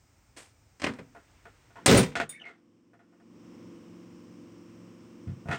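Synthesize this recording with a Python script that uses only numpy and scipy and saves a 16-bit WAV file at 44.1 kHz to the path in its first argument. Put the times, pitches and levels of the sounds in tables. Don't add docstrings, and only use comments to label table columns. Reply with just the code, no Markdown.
import sys
import numpy as np
from scipy import signal
from scipy.fft import irfft
from scipy.io import wavfile
from scipy.ndimage import minimum_filter1d

SR = 44100
rng = np.random.default_rng(int(sys.argv[2]) if len(sys.argv) > 2 else 0)


def int16_out(signal):
    q = np.round(np.clip(np.atleast_2d(signal).T, -1, 1) * 32767)
    wavfile.write(sys.argv[1], SR, q.astype(np.int16))


N = 246078
T = np.arange(N) / SR

# (f/Hz, level/dB per Hz)
OUTSIDE_SPECTRUM = [(25, -20.5), (42, 4), (70, -2), (110, 4), (170, -13), (300, -12), (500, -30),
                    (900, -18), (1100, -28), (1370, -20.5), (1650, -40.5), (2200, -22.5), (3200, -45.5),
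                    (9000, -44)]
# (f/Hz, level/dB per Hz)
HISS_SPECTRUM = [(100, 11), (2500, 0.5), (3300, -5), (4400, -4.5), (5300, 2), (7000, -1), (8700, -1),
                 (9500, -20), (14000, -21), (15500, -9.5)]
# (t/s, clatter level/dB, contact hardness f/Hz, clatter t60/s)
DOOR_BLOWS = [(0.364, -51, 9000, 0.14), (0.370, -43.5, 13500, 0.31), (0.7975, -44.5, 6050, 0.11),
              (0.8178, -25, 4950, 0.029), (0.830, -31, 2830, 0.15), (0.8404, -19, 4130, 0.057),
              (0.864, -24.5, 2690, 0.14), (0.893, -40, 1690, 0.4), (0.936, -45, 5900, 0.032),
              (0.986, -37, 2020, 0.11), (2.011, -23.5, 890, .14), (2.029, -16.5, 9800, 0.08),
              (2.117, -33, 2910, 0.14), (2.2919, -37, 17080, 0.22)]
# (f/Hz, level/dB, t60/s)
PANEL_MODES = [(57, -21.5, 0.12), (104, -2, 0.23), (126.4, -2.5, 0.22), (150.7, -6.5, 0.41),
               (187.5, 1.5, 0.14), (223, -10.5, 0.22), (271.3, -2.5, 0.12), (383, -4.5, 0.19),
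               (444, -10.5, 0.17), (492.3, -8.5, 0.24), (524, -6, 0.15), (657.6, -10, 0.17),
               (761, -24.5, 0.28), (815, -23.5, 0.35), (965.5, -20.5, 0.25)]
# (f/Hz, level/dB per Hz)
CLATTER_SPECTRUM = [(60, -23), (150, -13), (300, 2.5), (700, -0.5), (1100, -0.5), (2000, 0), (3200, -4),
                    (4600, -5), (7000, -4), (8900, -0.5), (10000, -16.5), (16000, -20.5)]
# (f/Hz, level/dB per Hz)
BOOM_SPECTRUM = [(30, -19), (55, 0.5), (100, -9.5), (150, 5), (260, 0), (320, -11.5), (450, 0),
                 (700, -22.5), (1200, -42), (3000, -56.5)]
# (f/Hz, width/Hz, lift level/dB)
FRAME_RESONANCES = [(280, 49, 7.5), (494.4, 9.3, 6), (748, 61, 5), (997, 65, 3.5), (1150, 36, -2.5),
                    (1540, 22, 4), (1932, 53, 3.5), (2318, 31, 8.5), (3140, 130, 2.5), (4026, 22, 6.5)]
# (f/Hz, width/Hz, level/dB, t60/s)
HOOK_AND_CATCH_MODES = [(2665, 740, 0, 0.032), (1990, 350, -5.5, 0.076), (253, 66, -12, 0.49)]
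# (t/s, level/dB)
HOOK_AND_CATCH_STRIKES = [(0.842, -23.5), (0.864, -27.5), (2.031, -15)]
# (t/s, level/dB, contact hardness f/Hz, t60/s)
CASING_KNOCKS = [(1.149, -44.5, 1400, .22), (1.454, -43.5, 1780, 0.15), (1.705, -54, 1690, 0.11),
                 (1.756, -47, 2200, 0.38), (2.154, -11, 3560, 0.17), (2.200, -8, 2500, 0.11),
                 (2.410, -36.5, 1520, 0.18), (2.453, -35, 2800, 0.28), (2.480, -35, 2010, 0.2),
                 (2.933, -40, 1600, 0.12), (2.992, -44, 1600, 0.24), (3.125, -50.5, 1390, 0.15),
                 (3.200, -48.5, 1400, 0.13), (5.275, -54.5, 3000, 0.29), (5.4565, -39.5, 774, 0.17),
                 (5.475, -48, 2510, .12), (5.486, -31, 1720, 0.21), (5.5115, -25.5, 2640, 0.22),
                 (5.545, -41.5, 5750, 0.11)]
# (f/Hz, level/dB per Hz)
CASING_SPECTRUM = [(60, -25), (150, -8.5), (300, -1), (600, -7.5), (800, 1.5), (950, -6.5), (1300, 1),
                   (1600, -1), (2300, -4), (3200, -4), (4600, -9.5), (8900, -4), (10000, -17.5),
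                   (16000, -23.5)]
# (f/Hz, width/Hz, lift level/dB)
CASING_RESONANCES = [(264.5, 12, 7.5), (480, 110, 9), (672, 37, 15), (1454, 87, 8), (1869, 85, 7.5),
                     (2170, 74, 5), (3000, 100, 0)]
# (f/Hz, width/Hz, level/dB, t60/s)
HINGE_MODES = [(990, 210, 0, 0.094)]
# (t/s, level/dB)
HINGE_CREAKS = [(1.150, -52), (1.758, -45), (1.783, -46)]
# (multiple of the shaft rate, level/dB)
STRONG_HARMONICS = [(5, -3), (8, 2), (10, 2.5), (11, 1), (12, -6), (13, 1), (14, -8), (15, 3), (16, -4),
                    (19, -9.5), (22, -9), (24, -13.5)]
# (f/Hz, level/dB per Hz)
RATTLE_SPECTRUM = [(45, -22), (130, 0.5), (450, 3), (560, -1.5), (680, -10), (780, -8), (920, -3.5),
                   (1030, 3), (1250, -2.5), (1650, -8), (2200, -6.5), (3000, -12.5), (4000, -32.5)]
# (f/Hz, level/dB per Hz)
RUSH_SPECTRUM = [(30, -24), (60, -3.5), (100, 10.5), (200, 9), (350, 7.5), (600, -1.5), (800, -11),
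                 (1100, -7.5), (1700, -31.5), (2800, -17), (4000, -29.5), (5500, -10), (7000, -30),
                 (15000, -116.5)]
# (f/Hz, level/dB per Hz)
WASH_SPECTRUM = [(300, -10), (700, 3.5), (1100, 4), (1700, -5.5), (2300, -1.5), (3000, 1), (4200, -9.5),
                 (9000, -46)]
# (t/s, level/dB)
MOTOR_LEVEL = [(2.6, -.5), (3.1, -1.5), (3.6, 2), (4.0, 0), (5.4, -.3)]
# (f/Hz, width/Hz, level/dB, t60/s)
LOOSE_PARTS = [(8794, 460, -7, 0.047), (3620, 600, -6.5, 0.082), (490.5, 180, 0, 0.085),
               (182, 3.3, -4, .28)]
# (f/Hz, width/Hz, level/dB, t60/s)
SKIN_MODES = [(429, 240, -8.5, .08)]
# (f/Hz, level/dB, t60/s)
LATCH_MODES = [(3620, -15.5, 0.23), (6850, -8.5, 0.089), (8030, -12, 0.072), (8450, -5, .11),
               (9495, -1, .12), (9460, -10.5, .1), (12900, -24.5, 0.092), (15400, -12.5, 0.086)]
# (t/s, level/dB)
LATCH_PINGS = [(1.972, -5.5), (2.2915, -20.5)]
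# (t/s, length/s, start f/Hz, end f/Hz, level/dB)
LATCH_SQUEAKS = [(2.321, 0.028, 2380, 1790, -36.5), (2.343, 0.037, 2180, 2285, -33),
                 (2.365, 0.052, 1890, 1650, -43.5), (2.391, 0.059, 3210, 2610, -39.5),
                 (2.436, .045, 2078, 2137, -30.5)]
# (f/Hz, level/dB, t60/s)
DECK_MODES = [(72, -24, 0.17), (97.4, 12.5, 0.14), (132, 10, 0.26), (148.6, 13, 0.17), (205.3, 2, 0.35)]
# (t/s, level/dB)
DECK_THUDS = [(5.271, -32), (5.281, -27.5), (5.312, -35), (5.4565, -36), (5.490, -27)]

SWING_FASTEST_S, SWING_DB, SWING_RISE_DB_PER_S = 1.3, -65, 27
EVEN_HZ, BOOM_DB_PER_OCTAVE = 1800, 12.5
KNOCK_BOOM_DB, BOUNCE_S, BOUNCE_DB = -17.5, .013, -6
MOTOR_START_S = 1.77
SHAFT_HZ = 22.43
HUMP_HZ, HUMP_WIDTH_HZ, HUMP_DB = 311, 47, -11.5
SLAM_S, SLAM_DB, SLAM_HARD_HZ, SLAM_T60_S = 1.8604, 0.5, 12200, 0.1
LAG_S_PER_OCTAVE = .0198
REBOUND_GAP_S, REBOUND_HARD_HZ, REBOUND_T60_S = .0168, 6486, .21
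REBOUND_DB, REBOUND_FALL_DB_PER_S = -2, 57.5
SHUDDER_BOOM_DB, BOOM_FALL_DB_PER_S = 1, 23.5
TOP_HZ = 16000


def undb(db):
    return 10 ** (np.asarray(db) / 20)


def unit(x):
    return x / np.sqrt(np.mean(x ** 2))


def noise(points, size=N, peaks=()):
    f = np.fft.rfftfreq(size, 1 / SR) + 1e-3
    hz, db = np.transpose(points)
    shape = np.interp(np.log(f), np.log(hz), db)
    for centre, width, lift in peaks:
        shape = shape + lift / (1 + (2 * (f - centre) / width) ** 2)
    random_phase = np.exp(2j * np.pi * rng.random(len(f)))
    return unit(irfft(undb(shape) * random_phase, size))


def wander(rate):
    points = rng.standard_normal(1024)
    return np.interp(T * rate, np.arange(len(points)), points)


def fade(t, t60):
    return np.exp(-np.log(1000) * t / t60)


def lowpass(x, hz):
    return signal.sosfilt(signal.butter(2, min(hz, .45 * SR), fs=SR, output="sos"), x)


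def add(out, s, x):
    i = int(s * SR)
    out[i:i + len(x)] += x[:N - i]


def ring(modes, t):
    power = sum(undb(db) ** 2 for _, db, _ in modes) / 2
    tones = sum(undb(db) * fade(t, t60) * np.sin(2 * np.pi * hz * t) for hz, db, t60 in modes)
    return tones / np.sqrt(power)


def strikes(events, modes, contact_s):
    out, t = np.zeros(N), T[:2 ** 15]
    sound = ring(modes, t) * (1 - np.exp(-t / contact_s))
    for s, db in events:
        add(out, s, undb(db) * sound)
    return out


def clusters(events, modes, rise_s=0.0011, count=7):
    out, t = np.zeros(N), T[:2 ** 14]
    for s, strike_db in events:
        for hz, width, db, t60 in modes:
            even = hz + width * np.linspace(-.5, .5, count)
            uneven = even + width / count * rng.uniform(-0.32, 0.25, count)
            sound = sum(np.sin(2 * np.pi * (f * t + rng.random())) for f in uneven)
            envelope = fade(t, t60) * (1 - np.exp(-t / rise_s))
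            add(out, s, undb(strike_db + db) * unit(sound) * envelope)
    return out


def blows(events, spectrum, resonances, crack_db, cabin_db, grain_db, shared, spread_s, edge_db,
          crack_s=0.0091, cabin_t60=0.22, build_s=.005, tail_db=-25, tail_t60=0.31):
    out, t = np.zeros(N), T[:2 ** 14]
    panel = ring(PANEL_MODES, t)
    walls = noise(spectrum, len(t), resonances)
    for s, db, hard_hz, boom_db, t60 in events:
        crack = undb(crack_db) * fade(t, crack_s)
        tail = undb(tail_db) * fade(t, tail_t60)
        decay = np.sqrt(fade(t, t60) ** 2 + crack ** 2 + tail ** 2)
        spot = noise(spectrum, len(t), resonances)
        texture = np.sqrt(shared) * walls + np.sqrt(1 - shared) * spot
        chatter = unit(undb(grain_db * wander(260)[:len(t)]))
        clatter = undb(db) * texture * chatter * decay * (1 - np.exp(-t / spread_s))
        cabin = undb(cabin_db) * noise(BOOM_SPECTRUM, len(t)) * fade(t, cabin_t60)
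        boom = undb(boom_db) * (panel + cabin) * (1 - np.exp(-t / build_s))
        tick = undb(edge_db) * np.diff(clatter, 2, prepend=[0, 0])
        add(out, s, lowpass(clatter + boom, hard_hz) + tick)
    return out


def motor_share():
    return np.clip((T - MOTOR_START_S) / 0.1, 0, 1)


def outside(level_db=-64):
    rumble = noise(OUTSIDE_SPECTRUM) * undb(level_db + 0.92 * wander(5.7))
    return (1 - motor_share()) * rumble


def hiss_and_whine(hiss_db=-69, whine_db=-84, whine_hz=15001):
    whine = np.sin(2 * np.pi * whine_hz * T)
    return undb(hiss_db) * noise(HISS_SPECTRUM) + undb(whine_db) * whine


def swing_air():
    swing_db = SWING_DB - SWING_RISE_DB_PER_S * np.maximum(SWING_FASTEST_S - T, 0)
    return lowpass(noise(CLATTER_SPECTRUM), 3500) * undb(swing_db) * (T < SLAM_S)


def door():
    rows = list(DOOR_BLOWS) + [(SLAM_S, SLAM_DB, SLAM_HARD_HZ, SLAM_T60_S)]
    events = [(s, db, hard_hz, db - BOOM_DB_PER_OCTAVE * np.log2(hard_hz / EVEN_HZ), t60)
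              for s, db, hard_hz, t60 in rows]
    return blows(events, CLATTER_SPECTRUM, FRAME_RESONANCES, crack_db=1.5, cabin_db=-8, grain_db=1.5,
                 shared=0.74, spread_s=0.0013, edge_db=-28)


def hook_and_catch():
    return clusters(HOOK_AND_CATCH_STRIKES, HOOK_AND_CATCH_MODES)


def casing():
    events = [(s + lag, db + drop, hard_hz, db + drop + KNOCK_BOOM_DB, t60)
              for s, db, hard_hz, t60 in CASING_KNOCKS
              for lag, drop in [(0, 0), (BOUNCE_S, BOUNCE_DB)]]
    return blows(events, CASING_SPECTRUM, CASING_RESONANCES, crack_db=4.5, cabin_db=-3.5, grain_db=2.0,
                 shared=0.8, spread_s=0.00066, edge_db=-29.5)


def hinge():
    return clusters(HINGE_CREAKS, HINGE_MODES)


def harmonics(count=26):
    strong = dict(STRONG_HARMONICS)
    return [(k, strong.get(k, HUMP_DB - ((k * SHAFT_HZ - HUMP_HZ) / HUMP_WIDTH_HZ) ** 2))
            for k in range(1, count + 1)]


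def motor(hum_db=-50, rattle_db=-65.0, rush_db=-59, waver_db=3.0, drift=0.001588, wash_db=-71.5):
    turns = np.cumsum(SHAFT_HZ * (1 + drift * wander(3.0))) / SR
    smear = 1 / 16
    hum = sum(undb(db + waver_db * wander(12)) * np.sin(2 * np.pi * (k * turns - smear * k ** 2))
              for k, db in harmonics())
    one_turn = noise(RATTLE_SPECTRUM, int(SR / SHAFT_HZ))
    rattle = np.interp(turns, np.arange(len(one_turn)) / len(one_turn), one_turn, period=1)
    rattle = rattle * undb(rattle_db + 0.5 * wander(4.25))
    rush = noise(RUSH_SPECTRUM) * undb(rush_db + 0.46 * wander(12))
    wash = noise(WASH_SPECTRUM) * undb(wash_db + 0.53 * wander(40))
    level_db = np.interp(T, *np.transpose(MOTOR_LEVEL))
    return motor_share() * undb(level_db) * (undb(hum_db) * unit(hum) + rattle + rush + wash)


def shaken_parts():
    lightest_hz = LOOSE_PARTS[0][0]
    out = np.zeros(N)
    for part in LOOSE_PARTS:
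        start_s = SLAM_S + LAG_S_PER_OCTAVE * np.log2(lightest_hz / part[0])
        out += clusters([(start_s, 0)], [part])
    return out


def rebounds(count=7, scatter_db=2.86, jitter_s=0.00044):
    chance = rng.standard_normal((count, 2))
    ages = REBOUND_GAP_S * np.arange(1, count + 1) + jitter_s * chance[:, 0]
    return [(SLAM_S + age, REBOUND_DB - REBOUND_FALL_DB_PER_S * age + scatter_db * luck, REBOUND_HARD_HZ,
             SHUDDER_BOOM_DB - BOOM_FALL_DB_PER_S * age, REBOUND_T60_S)
            for age, luck in zip(ages, chance[:, 1])]


def shudder():
    hits = rebounds()
    frame = blows(hits, CLATTER_SPECTRUM, FRAME_RESONANCES, crack_db=1.5, cabin_db=-2, grain_db=2.5,
                  shared=.5, spread_s=0.001, edge_db=-11.5, tail_db=-24.5, tail_t60=0.4)
    return frame + clusters([(s, db) for s, db, *_ in hits], SKIN_MODES)


def latch_pings():
    return strikes(LATCH_PINGS, LATCH_MODES, contact_s=.003)


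def squeaks(chatter_db=5, overtone_db=-28, echo_db=-6, echo_t60=0.2, wobble=0.059):
    out = np.zeros(N)
    for s, length, start_hz, end_hz, db in LATCH_SQUEAKS:
        u = np.linspace(0, 1, int(length * SR))
        glide = start_hz + (end_hz - start_hz) * u
        wobbly_hz = glide * (1 + wobble * wander(1185)[:len(u)])
        phase = 2 * np.pi * np.cumsum(wobbly_hz) / SR
        grip = undb(db + chatter_db * wander(380)[:len(u)]) * np.sin(np.pi * u)
        add(out, s, grip * (np.sin(phase) + undb(overtone_db) * np.sin(2 * phase)))
    t = T[:2 ** 14]
    echo = rng.standard_normal(len(t)) * fade(t, echo_t60)
    echo = echo / np.linalg.norm(echo)
    return out + undb(echo_db) * signal.fftconvolve(out, echo)[:N]


def deck():
    return strikes(DECK_THUDS, DECK_MODES, contact_s=0.0026)


def scene():
    steady = outside() + hiss_and_whine() + motor()
    moving_door = swing_air() + door() + shudder() + hook_and_catch() + hinge()
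    small_parts = casing() + shaken_parts() + latch_pings() + squeaks()
    return (steady + moving_door + small_parts + deck())[None]


def gain_control(x, threshold_db=-8, most_db=12.5, hold_s=1.057, release_s=0.11):
    over = np.clip(20 * np.log10(np.abs(x) + 1e-9) - threshold_db, 0, most_db)
    half = int(hold_s * SR / 2)
    held = -minimum_filter1d(-over, 2 * half + 1, origin=half, mode="constant")
    pole = np.exp(-1 / (release_s * SR))
    release = signal.lfilter([1 - pole], [1, -pole], held)
    return x * undb(-np.maximum(held, release))


def record(dry, low_cut_hz=42):
    ceiling = .49
    rounded = ceiling * np.tanh(gain_control(dry[0]) / ceiling)
    low_cut = signal.butter(3, low_cut_hz, "high", fs=SR, output="sos")
    top_cut = signal.ellip(10, .2, 80, TOP_HZ, fs=SR, output="sos")
    return signal.sosfilt(top_cut, signal.sosfilt(low_cut, rounded))[None]


dry = scene()
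out = record(dry)
int16_out(out)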